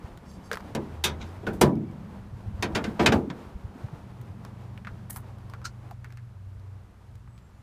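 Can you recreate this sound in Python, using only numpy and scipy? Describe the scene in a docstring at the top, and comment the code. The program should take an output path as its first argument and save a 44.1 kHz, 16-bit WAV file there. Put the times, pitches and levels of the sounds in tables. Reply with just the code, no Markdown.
"""Outdoors, a hand trips the latch of an old truck's steel hood, swings it up and it settles on its stops.
Blows ring the sheet as decaying bands of noise and modal sines; the latch ticks, rubs, scrapes and snaps.
Behind are shaped-noise traffic, a low drone and wind, a gliding engine tone and three steady machine tones.
Low thumps pulse among the blows, the hinge whistles, fingers tick and scrape, faint clicks scatter at random
and a bird calls at the end. A gain control lowers the level after loud blows and lets it recover slowly."""
import sys
import numpy as np
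from scipy import signal
from scipy.fft import rfft, irfft, next_fast_len
from scipy.io import wavfile
from scipy.ndimage import uniform_filter1d

SR = 44100
rng = np.random.default_rng(int(sys.argv[2]) if len(sys.argv) > 2 else 0)


def store_pcm(level_fs):
    """Save levels as 16-bit WAV."""
    pcm = np.round(np.clip(level_fs, -1, 1) * 32767).astype(np.int16)
    wavfile.write(sys.argv[1], SR, np.atleast_2d(pcm).T)


N = 336042  # samples

# spectrum of far traffic, scaled later as a whole: hz, density_db_per_hz
TRAFFIC_SPECTRUM = [(88, -42), (150, -3.5), (197, -1.5), (320, -16), (471, -24.5), (618, -25.5), (1170, -9),
                    (1270, -10.5), (2920, -22), (12000, -31.5), (15500, -41)]
# spectrum of nearer tyre roar, scaled later as a whole: hz, density_db_per_hz
TYRE_SPECTRUM = [(150, -28), (250, -7.5), (603, -13.5), (913, -13.5), (1200, -18), (2090, -27),
                 (2760, -30.5), (7250, -42.5), (13000, -47.5), (15500, -50)]
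# spectrum of a low drone around 200 Hz, scaled later as a whole: hz, density_db_per_hz
DRONE_SPECTRUM = [(110, -37), (150, 1.5), (200, 6), (240, -5.5), (320, -30)]
# mean level of tyre roar and of the low drone, partly the boom lingering after blows:
# time_s, tyre_roar_db, low_drone_db
ROAR_AND_DRONE_LEVELS = [(0, -50, -53.5), (.6, -51, -46), (1.05, -49.5, -61), (1.8, -50, -41),
                         (2.3, -53.5, -50), (2.85, -45.5, -44), (3.9, -53, -52), (4.9, -54, -48),
                         (5.901, -57.5, -59), (6.4, -62, -62), (7.62, -63.5, -60)]
# spectrum of wind on the microphone, scaled later as a whole: hz, density_db_per_hz
WIND_SPECTRUM = [(12, -49.5), (20, -13.5), (75, -1), (111, -2.5), (135, -7.5), (180, -36.5), (300, -120)]
# mean level of the wind: time_s, level_db
WIND_LEVELS = [(0, -44), (.3, -52), (1.4, -43), (1.8, -49), (2.1, -44), (2.7, -45), (3.6, -48),
               (3.9, -46.5), (4.3, -61), (4.9, -49.5), (6.401, -53.5), (6.899, -57.5), (7.62, -48)]
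FAR_TRAFFIC_DB = -66

# ticks of latch, hinge and fingers: start_s, ring_peak_db, ring_hz, drive_t60_s, snap_db (re ring peak)
TICKS = [(0.175, -42.5, 1530, .064, 3.5), (0.315, -50, 972, .056, 5), (0.515, -18.5, 1350, 0.018, -9),
         (0.531, -27, 1210, 0.074, 2), (0.545, -36, 2120, .05, -2), (0.556, -29, 1270, 0.039, -2),
         (0.572, -24, 1200, .04, -11), (0.604, -36, 970, .037, -9), (1.755, -50, 1010, .05, 9),
         (1.773, -49, 2270, 0.051, -14), (3.886, -38.5, 1010, 0.047, -27), (4.214, -49, 950, 0.055, 4),
         (4.45, -35.5, 930, 0.073, -3), (4.777, -34.5, 1860, 0.029, -15), (4.849, -32, 1650, .07, -26),
         (4.871, -28, 1430, 0.085, -30), (5.098, -39.5, 890, 0.094, -19), (5.162, -31, 1030, 0.13, -3),
         (5.499, -41, 940, 0.042, 0), (5.537, -31.5, 1220, 0.074, -11), (5.617, -42.5, 1130, 0.19, -7),
         (5.655, -29.5, 1410, 0.077, -23), (5.911, -36, 700, .062, -2), (6.045, -35, 1560, .12, -6.5),
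         (6.105, -44, 1480, 0.085, -6), (6.124, -45.5, 1460, 0.18, 1), (6.173, -40.5, 1510, .11, -2),
         (7.276, -46, 1137, 0.053, -17), (7.379, -50, 2500, .09, -1), (6.597, -56, 4200, .07, -7)]
RING_WIDTH_SHARE, SNAP_HZ = 0.66, 4060  # width of one ring resonator as a share of its pitch
FAINT_PER_S, FAINT_FLOOR_DB, FAINT_T60_S = 0.7, -59, 0.05

# strokes of the latch lever: start_s, length_s, level_db (at mid-stroke)
LEVER_STROKES = [(.24, 0.15, -61.5), (.42, .1, -62), (1.25, 0.069, -66)]
# modes of the lever: hz, width_hz (narrowed later by one factor), level_db (relative)
LEVER_MODES = [(4800, 160, 0), (5500, 37, -2), (6340, 150, -2), (7360, 120, -4), (8340, 100, -11),
               (10800, 56, -7), (10950, 110, -15)]

# rubbing of latch hook and fingers: start_s, rise_s, fall_s, top_db, end_db, hiss (under the slips)
SCRAPES = [(.511, 0.0059, .11, -35, -57, 0.18), (1.195, 0.021, 0.054, -43.5, -65, 1.8),
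           (5.096, 0.0038, 0.057, -39, -56, 0.36), (5.138, 0.031, 0.055, -43, -77, 0.63),
           (5.641, 0.014, 0.057, -30.5, -72, 1.9)]
# one spectrum per kind of scrape, scaled later as a whole: hz, density_db_per_hz
SCRAPE_SPECTRA = [
    [(410, 10), (700, -3), (1270, -17), (1540, 2), (3490, -19), (4190, -10.5), (6680, -24.5), (8320, -25),
     (15500, -40)],
    [(880, -28), (1500, 3), (1820, -26), (2010, -1), (3280, -9), (3910, -2), (4350, -17), (6310, -12),
     (15500, -56)],
    [(880, -39), (1500, -14), (1920, -6), (2260, -12), (2570, -26), (2940, -17), (5140, -17), (10500, -3.5),
     (15500, -7)],
    [(530, -49), (900, -21), (1230, -17), (1400, 6), (1750, -29), (2100, -20), (2930, -21), (3420, -26),
     (4180, -12.5), (5910, -14), (15500, -41)],
]
# spectrum of each scrape in turn: index
SCRAPE_KINDS = [0, 1, 2, 2, 3]
SCRAPE_START_DB = -24  # re the top

# an engine revving far off: time_s, pitch_hz, level_db
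ENGINE_REV = [(0.55, 82.5, -52.5), (1.1, 77.42, -39), (1.49, 97.8, -44), (1.81, 100.9, -40.5),
              (2.19, 107.1, -57), (2.32, 108.6, -55), (2.45, 105.1, -45.5), (2.72, 101.4, -44),
              (2.9, 92, -38)]

# blows on the hood: start_s, level_db (at the spectral peak, trimmed later), bass_db and treble_db (re level),
# clunk_hz, clunk_db (re level), peak_t60_s (near 2.6 kHz), softness (0 to 1)
BLOWS = [(0.7497, -30.5, 7, -9, 1016, -21, 0.09, 0), (1.0385, -16, -16.5, -3.5, 2520, -20, 0.15, 0.18),
         (1.4295, -54.5, 21.5, -15, 766, -12.5, 0.074, 0.2), (1.4669, -32.5, 6.5, -49, 1490, -1, .11, 0.03),
         (1.5326, -57, 18, 6, 707, -19, 0.3, 0), (1.6115, -14.5, 6.5, -0.5, 1000, -7.5, 0.12, 0.2),
         (2.6242, -20.5, -7, -14, 1740, -36, 0.12, 0.08), (2.7487, -17.5, -9, -18, 1420, -17, 0.12, 0.38),
         (2.8406, -29, -9, -23, 1550, -13, .12, 0.03), (2.9931, -17.5, 3, -36, 800, -12.5, 0.12, 0.5),
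         (3.0175, -28.5, 6, -11.5, 710, -12.5, 0.15, 1), (3.0601, -7.5, -10.5, -18.5, 2460, -15, .11, 0.04),
         (3.1206, -17.5, 4, -22, 783, -8, 0.1, 0.15), (3.3004, -30.5, -4.5, -39, 1570, -13, 0.067, 0.05)]
# centres of thud, boom, drum, body, peak, edge and air: hz
BAND_HZ = [105, 200, 380, 900, 2600, 6200, 10500]
# how the four bands below the peak follow a blow's bass: share, offset_db
BASS_LAW = [(0.66, -7.5), (.95, 0), (0.94, 1), (.55, -2)]
# how the two bands above the peak follow a blow's treble: share, offset_db
TREBLE_LAW = [(.3, -0.5), (1.0, 1)]
# strongest panel modes: hz, level_db (re the blow's spectrum), t60_s (scaled by each blow's ring)
HOOD_MODES = [(141.5, -5, 1), (216.4, -4.5, 0.54), (219.7, -11.5, 0.57), (293.4, -9.5, 0.27),
              (339, -7.5, 0.47), (368.6, -3, 0.26), (435.4, -9.5, 0.38), (468.2, -7.5, 0.26),
              (612.4, -5.5, 0.12), (783, -20, 0.065), (972, -8.5, 0.31), (1210, -16.5, 0.19),
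              (1550, -10, 0.19)]
# decay of the crowd of close modes in the sheet: hz, t60_s (scaled by each blow's ring)
SHEET_T60 = [(80, 0.64), (200, 0.94), (400, 0.59), (1000, 0.28), (2500, .15), (6000, 0.11), (14000, 0.088)]

# low thumps and puffs: start_s, peak_db, pitch_hz
THUMPS = [(0.956, -50, 75.4), (1.202, -31, 76), (2.32, -31, 107), (2.467, -25, 85.2), (2.535, -25.5, 78),
          (2.586, -27, 89), (2.869, -23, 213), (3.079, -15, 102.8), (3.148, -14.5, 98), (3.264, -24.5, 253),
          (3.541, -30.5, 52.7), (3.635, -26, 87), (3.747, -38.5, 256), (3.832, -25.5, 110),
          (3.92, -32.5, 150), (4.195, -32.5, 117), (4.29, -31, 105)]
THUMP_S = 0.033

# the latch hook snaps: start_s, level_db, t60_s
CLACKS = [(1.039, -21, 0.14), (1.21, -56, 0.13)]
# clusters of modes in the latch: hz, width_hz (of each resonator pass), level_db (relative)
LATCH_CLUSTERS = [(2520, 260, -21), (3340, 150, -1), (3640, 300, 3.5), (4170, 180, -10), (6040, 230, -9.5),
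                  (5860, 500, -4.5), (8020, 500, -25)]

# hinge whistles: start_s, length_s, start_hz, end_hz, level_db (before the swell), flutter_hz
HINGE_WHISTLES = [(1.72, .09, 2275, 2275, -62, 100), (1.84, .075, 2275, 2275, -65, 100)]
# bird notes: start_s, length_s, start_hz, end_hz, level_db (before the swell), flutter_hz
BIRD_NOTES = [(7.27, .14, 8000, 7980, -78, 400), (7.4, .11, 6900, 7550, -79, 300),
              (7.52, .1, 6600, 7100, -81, 1200)]
SLIDE_S = 0.03  # time constant of the pitch slide

# levels of the two upper machine tones: time_s, first_db, second_db
MACHINE_LEVELS = [(3.95, -40, -54), (4.2, -48, -52), (4.6, -46, -47), (5.8, -46, -47.5), (6.25, -44, -51.5),
                  (6.42, -56, -44.5), (6.75, -49.5, -42.5), (6.9, -66.5, -53.5), (7.15, -51.5, -52),
                  (7.62, -59, -63)]
# mean pitch of the two tones and a weak third below them: hz
MACHINE_HZ = [120.3, 95.6, 60.6]
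LOW_TONE_DB = -55.5

EDGE_HZ = 15400  # upper band limit


def gain_of(db):
    """Logarithmic level: 20 dB is a tenfold amplitude."""
    return 10 ** (np.asarray(db) / 20)


def evened(x):
    """Energy normalisation: scales to rms 1."""
    return x / np.sqrt(np.mean(x ** 2) + 1e-20)


def read(points, hz):
    """Interpolation of a table on a log-frequency axis."""
    f, value = np.transpose(points)
    return np.interp(np.log(hz + 1), np.log(f + 1), value)


def columns(rows):
    """Linear interpolation in time: gives the start, sample times and curves of a table."""
    s, *cols = np.transpose(rows)
    t = np.arange(s[0], s[-1], 1 / SR)
    return s[0], t, [np.interp(t, s, c) for c in cols]


def add(mix, s, sound):
    """Superposition: adds a sound at time s."""
    part = mix[round(s * SR):][:len(sound)]
    part += sound[:len(part)]


def coloured(x, points):
    """Spectral shaping: filters x by a tabulated spectrum, then scales to rms 1."""
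    size = next_fast_len(len(x))
    hz = np.fft.rfftfreq(size, 1 / SR)
    inside = (hz > points[0][0]) & (hz < points[-1][0])
    spectrum = rfft(x, size) * gain_of(read(points, hz)) * inside
    return evened(irfft(spectrum, size)[:len(x)])


def slow(count, per_s):
    """Low-passed noise: a smooth random curve of rms 1 that changes about per_s times a second."""
    width = max(int(SR / per_s), 1)
    once = uniform_filter1d(rng.standard_normal(count), width)
    return evened(uniform_filter1d(once, width))


def resonate(x, hz, width):
    """Simple resonance: shifts hz to zero, low-passes and shifts back, with gain 1 at hz."""
    turn = np.exp(2j * np.pi * hz * np.arange(len(x)) / SR)
    r = np.exp(-np.pi * abs(width) / SR)
    return 2 * (turn * signal.lfilter([1 - r], [1, -r], x / turn)).real


def tone(t, hz, db, waver, waver_db):
    """Frequency and amplitude modulation: a sine wavers a little in pitch and level, with soft ends."""
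    phase = 2 * np.pi * np.cumsum(hz * (1 + waver * slow(len(t), per_s=6))) / SR
    level = np.sqrt(2) * gain_of(db + waver_db * slow(len(t), per_s=8.7))
    return level * np.sin(phase) * signal.windows.tukey(len(t), 0.1)


def traffic():
    """Incoherent sources sum to noise: a steady far wash and nearer tyre roar, with a low drone."""
    t = np.arange(N) / SR
    s, *levels = np.transpose(ROAR_AND_DRONE_LEVELS)
    roar_db, drone_db = (np.interp(t, s, c) for c in levels)
    far, near, low = rng.standard_normal((3, N))
    out = gain_of(FAR_TRAFFIC_DB + 0.74 * slow(N, per_s=12)) * coloured(far, TRAFFIC_SPECTRUM)
    out += gain_of(roar_db + 1.9 * slow(N, per_s=17)) * coloured(near, TYRE_SPECTRUM)
    return out + gain_of(drone_db + 1.0 * slow(N, per_s=9.5)) * coloured(low, DRONE_SPECTRUM)


def wind():
    """Turbulent pressure on the microphone: low noise whose level is lumpy."""
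    wind_db = np.interp(np.arange(N) / SR, *np.transpose(WIND_LEVELS))
    rumble = coloured(rng.standard_normal(N), WIND_SPECTRUM)
    return gain_of(wind_db + 4.0 * slow(N, per_s=54)) * rumble


def tick(peak_db, hz, t60, snap_db):
    """Impulse excitation: a click with dying grit rings a low resonance and snaps a high one."""
    t = np.arange(6000) / SR
    a, b = rng.standard_normal((2, len(t)))
    hit = (t == 0) * 15.0 + a * gain_of(-60 * t / max(t60, 0.004))
    width = RING_WIDTH_SHARE * hz
    ring = resonate(resonate(hit, hz, width), hz, width)
    grit = b * (np.exp(-t / 0.0012) + 0.14 * np.exp(-t / 0.015))
    snap = resonate(resonate(grit, SNAP_HZ, SNAP_HZ), SNAP_HZ, 5.4 * SNAP_HZ)
    snap += 0.2 * np.diff(grit, prepend=0)  # brightens the edge
    ring_part = gain_of(peak_db) * ring / abs(ring).max()
    return ring_part + gain_of(peak_db + snap_db) * snap / abs(snap).max()


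def faint_clicks(mix):
    """Uniform random process: a sparse scatter of faint clicks of random time, level and pitch."""
    for when, size, pitch in rng.random((round(FAINT_PER_S * N / SR), 3)):
        sound = tick(FAINT_FLOOR_DB + 5 * size, 950 + 500 * pitch, FAINT_T60_S, snap_db=4.3)
        add(mix, when * N / SR, sound)


def lever(length, db):
    """Friction excitation: uneven drag noise keeps the lever's modes ringing."""
    t = np.arange(0, length, 1 / SR)
    drag = rng.standard_normal(len(t)) * gain_of(2.3 * slow(len(t), per_s=53))
    rings = sum(gain_of(g) * evened(resonate(drag, f, 0.77 * w)) for f, w, g in LEVER_MODES)
    return gain_of(db) * np.sin(np.pi * t / length) * evened(rings)


def scrape(rise, fall, top_db, end_db, hiss, spectrum):
    """Stick-slip friction: uneven slips click over a hiss."""
    t = np.arange(0, rise + fall, 1 / SR)
    level_db = np.interp(t, [0, rise, rise + fall], [top_db + SCRAPE_START_DB, top_db, end_db])
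    happens = rng.random(len(t)) < 180 / SR  # on average 180 slips a second
    slips = happens * gain_of(1.3 * rng.exponential(1, len(t)).clip(0, 3))
    grain = hiss + signal.lfilter([1], [1, -np.exp(-1 / (0.0012 * SR))], slips)  # time constant 1.2 ms
    sound = coloured(grain * rng.standard_normal(len(t)), spectrum)
    return gain_of(level_db) * sound * signal.windows.tukey(len(t), 0.1)


def revving():
    """Periodic source of changing rate: the far engine's tone glides in pitch and level."""
    s, t, (hz, db) = columns(ENGINE_REV)
    return s, tone(t, hz, db, waver=0.0008, waver_db=0)


def blow(level_db, bass_db, treble_db, clunk_hz, clunk_db, peak_t60, softness):
    """Modal density: a sheet's crowded modes ring as ragged dying noise; the strongest stand out as tones."""
    t = np.arange(1 << 15) / SR
    hz = np.fft.rfftfreq(len(t), 1 / SR)
    bass = [share * bass_db + offset for share, offset in BASS_LAW]
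    treble = [share * treble_db + offset for share, offset in TREBLE_LAW]
    spectrum = list(zip(BAND_HZ, level_db + np.array(bass + [0] + treble)))
    spectrum.append((15500, spectrum[-1][1] - 6.5))
    # random uneven spectrum, drawn anew for each blow
    uneven = uniform_filter1d(rng.standard_normal(len(hz)), 50)
    uneven_db = 2 * evened(uniform_filter1d(uneven, 50))
    white = rng.standard_normal(len(t))
    noise = rfft(white) * gain_of(uneven_db)
    rattle = gain_of(0.28 * slow(len(t), per_s=240))  # loose parts chatter
    ring = peak_t60 / read(SHEET_T60, BAND_HZ[4])  # scales the decay of all bands
    contact = 0.012 * np.clip(softness, 0, 1)  # s; a soft contact slows the onset
    out = np.zeros(len(t))
    for centre in 70 * 2 ** (np.arange(17) / 2):  # half-octave steps
        share = np.cos(np.pi * np.clip(np.log2((hz + 1) / centre), -0.5, 0.5)) ** 2
        band = evened(irfft(noise * share))
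        swell = 1 - np.exp(-t / (0.97 / centre + contact))  # bass takes a cycle to build
        dying = gain_of(-60 * t / (ring * read(SHEET_T60, centre)))
        dying += 0.5 * np.exp(-t / 0.0013)  # the initial crack
        gain = gain_of(read(spectrum, centre) - 9.5 - 0.76 * (centre < 600))
        out += gain * band * swell * dying * (rattle if centre > 600 else 1)
    clunk = evened(resonate(white, clunk_hz, 100)) * (1 - np.exp(-t / (0.0012 + contact)))
    out += gain_of(level_db + clunk_db - 60 * t / (ring * read(SHEET_T60, clunk_hz))) * clunk
    for (f, db, t60), (size, turn) in zip(HOOD_MODES, rng.random((len(HOOD_MODES), 2))):
        mode_db = read(spectrum, f) + db + 1 - 5 * size - 60 * t / (ring * t60)
        swell = 1 - np.exp(-t / (1.5 / f + contact))
        out += gain_of(mode_db) * np.sin(2 * np.pi * (f * t + turn)) * swell
    return out


def thump(peak_db, hz):
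    """Windowed oscillation: a low sine under a smooth window is a short low-pitched pulse."""
    t = np.arange(0, THUMP_S, 1 / SR)
    return gain_of(peak_db) * np.sin(2 * np.pi * (hz * t + rng.random())) * np.hanning(len(t))


def clack(db, t60):
    """Resonant filtering: the snapping latch rings as a few rough clusters of modes that die together."""
    t = np.arange(12000) / SR
    white = rng.standard_normal(len(t))
    rings = sum(gain_of(g) * evened(resonate(resonate(white, f, w), f, w)) for f, w, g in LATCH_CLUSTERS)
    return gain_of(db - 60 * t / t60) * evened(rings) * (1 - np.exp(-t / 0.0013))


def whistle(length, start_hz, end_hz, db, flutter_hz):
    """Modulation sidebands: flutter blurs a thin tone that swells, fades and settles at its end pitch."""
    t = np.arange(0, length, 1 / SR)
    hz = end_hz + (start_hz - end_hz) * np.exp(-t / SLIDE_S)
    flutter = evened(1.3 + slow(len(t), per_s=flutter_hz))
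    swell = np.sin(np.pi * t / length) ** 0.5
    return swell * flutter * tone(t, hz, db, waver=0.001, waver_db=0)


def machine_tones():
    """Superposed periodic sources: two tones of drifting level sound over a weak third."""
    s, t, levels = columns(MACHINE_LEVELS)
    tones = zip(MACHINE_HZ, levels + [LOW_TONE_DB])
    return s, sum(tone(t, hz, db, waver=0.005, waver_db=1) for hz, db in tones)


def scene():
    """Linear superposition of all sources."""
    mix = traffic() + wind()
    for events, source in ((TICKS, tick), (LEVER_STROKES, lever), (BLOWS, blow), (THUMPS, thump),
                           (CLACKS, clack), (HINGE_WHISTLES + BIRD_NOTES, whistle)):
        for s, *row in events:
            add(mix, s, source(*row))
    for (s, *row), kind in zip(SCRAPES, SCRAPE_KINDS):
        add(mix, s, scrape(*row, SCRAPE_SPECTRA[kind]))
    add(mix, *revving())
    add(mix, *machine_tones())
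    faint_clicks(mix)
    return mix[None]


def record(dry):
    """Dynamic compression: gain falls after loud blows and recovers slowly; then a low-pass band limit."""
    power_db = 10 * np.log10(abs(uniform_filter1d(dry[0] ** 2, 400)) + 1e-12)
    fall = np.arange(N) * 32.0 / SR  # the held peak sinks 32 dB a second
    held_db = np.maximum.accumulate(power_db + fall) - fall
    over_db = np.maximum(held_db + 25.5, 0)  # excess above -25.5 dB
    late = signal.lfilter([0.003], [1, -0.997], over_db)  # reacts within some 8 ms
    ducked = dry / gain_of(0.24 * late)
    low_pass = signal.firwin(511, EDGE_HZ, window=("kaiser", 9), fs=SR)
    return signal.oaconvolve(ducked, low_pass[None], "same")


dry = scene()
out = record(dry)
store_pcm(out)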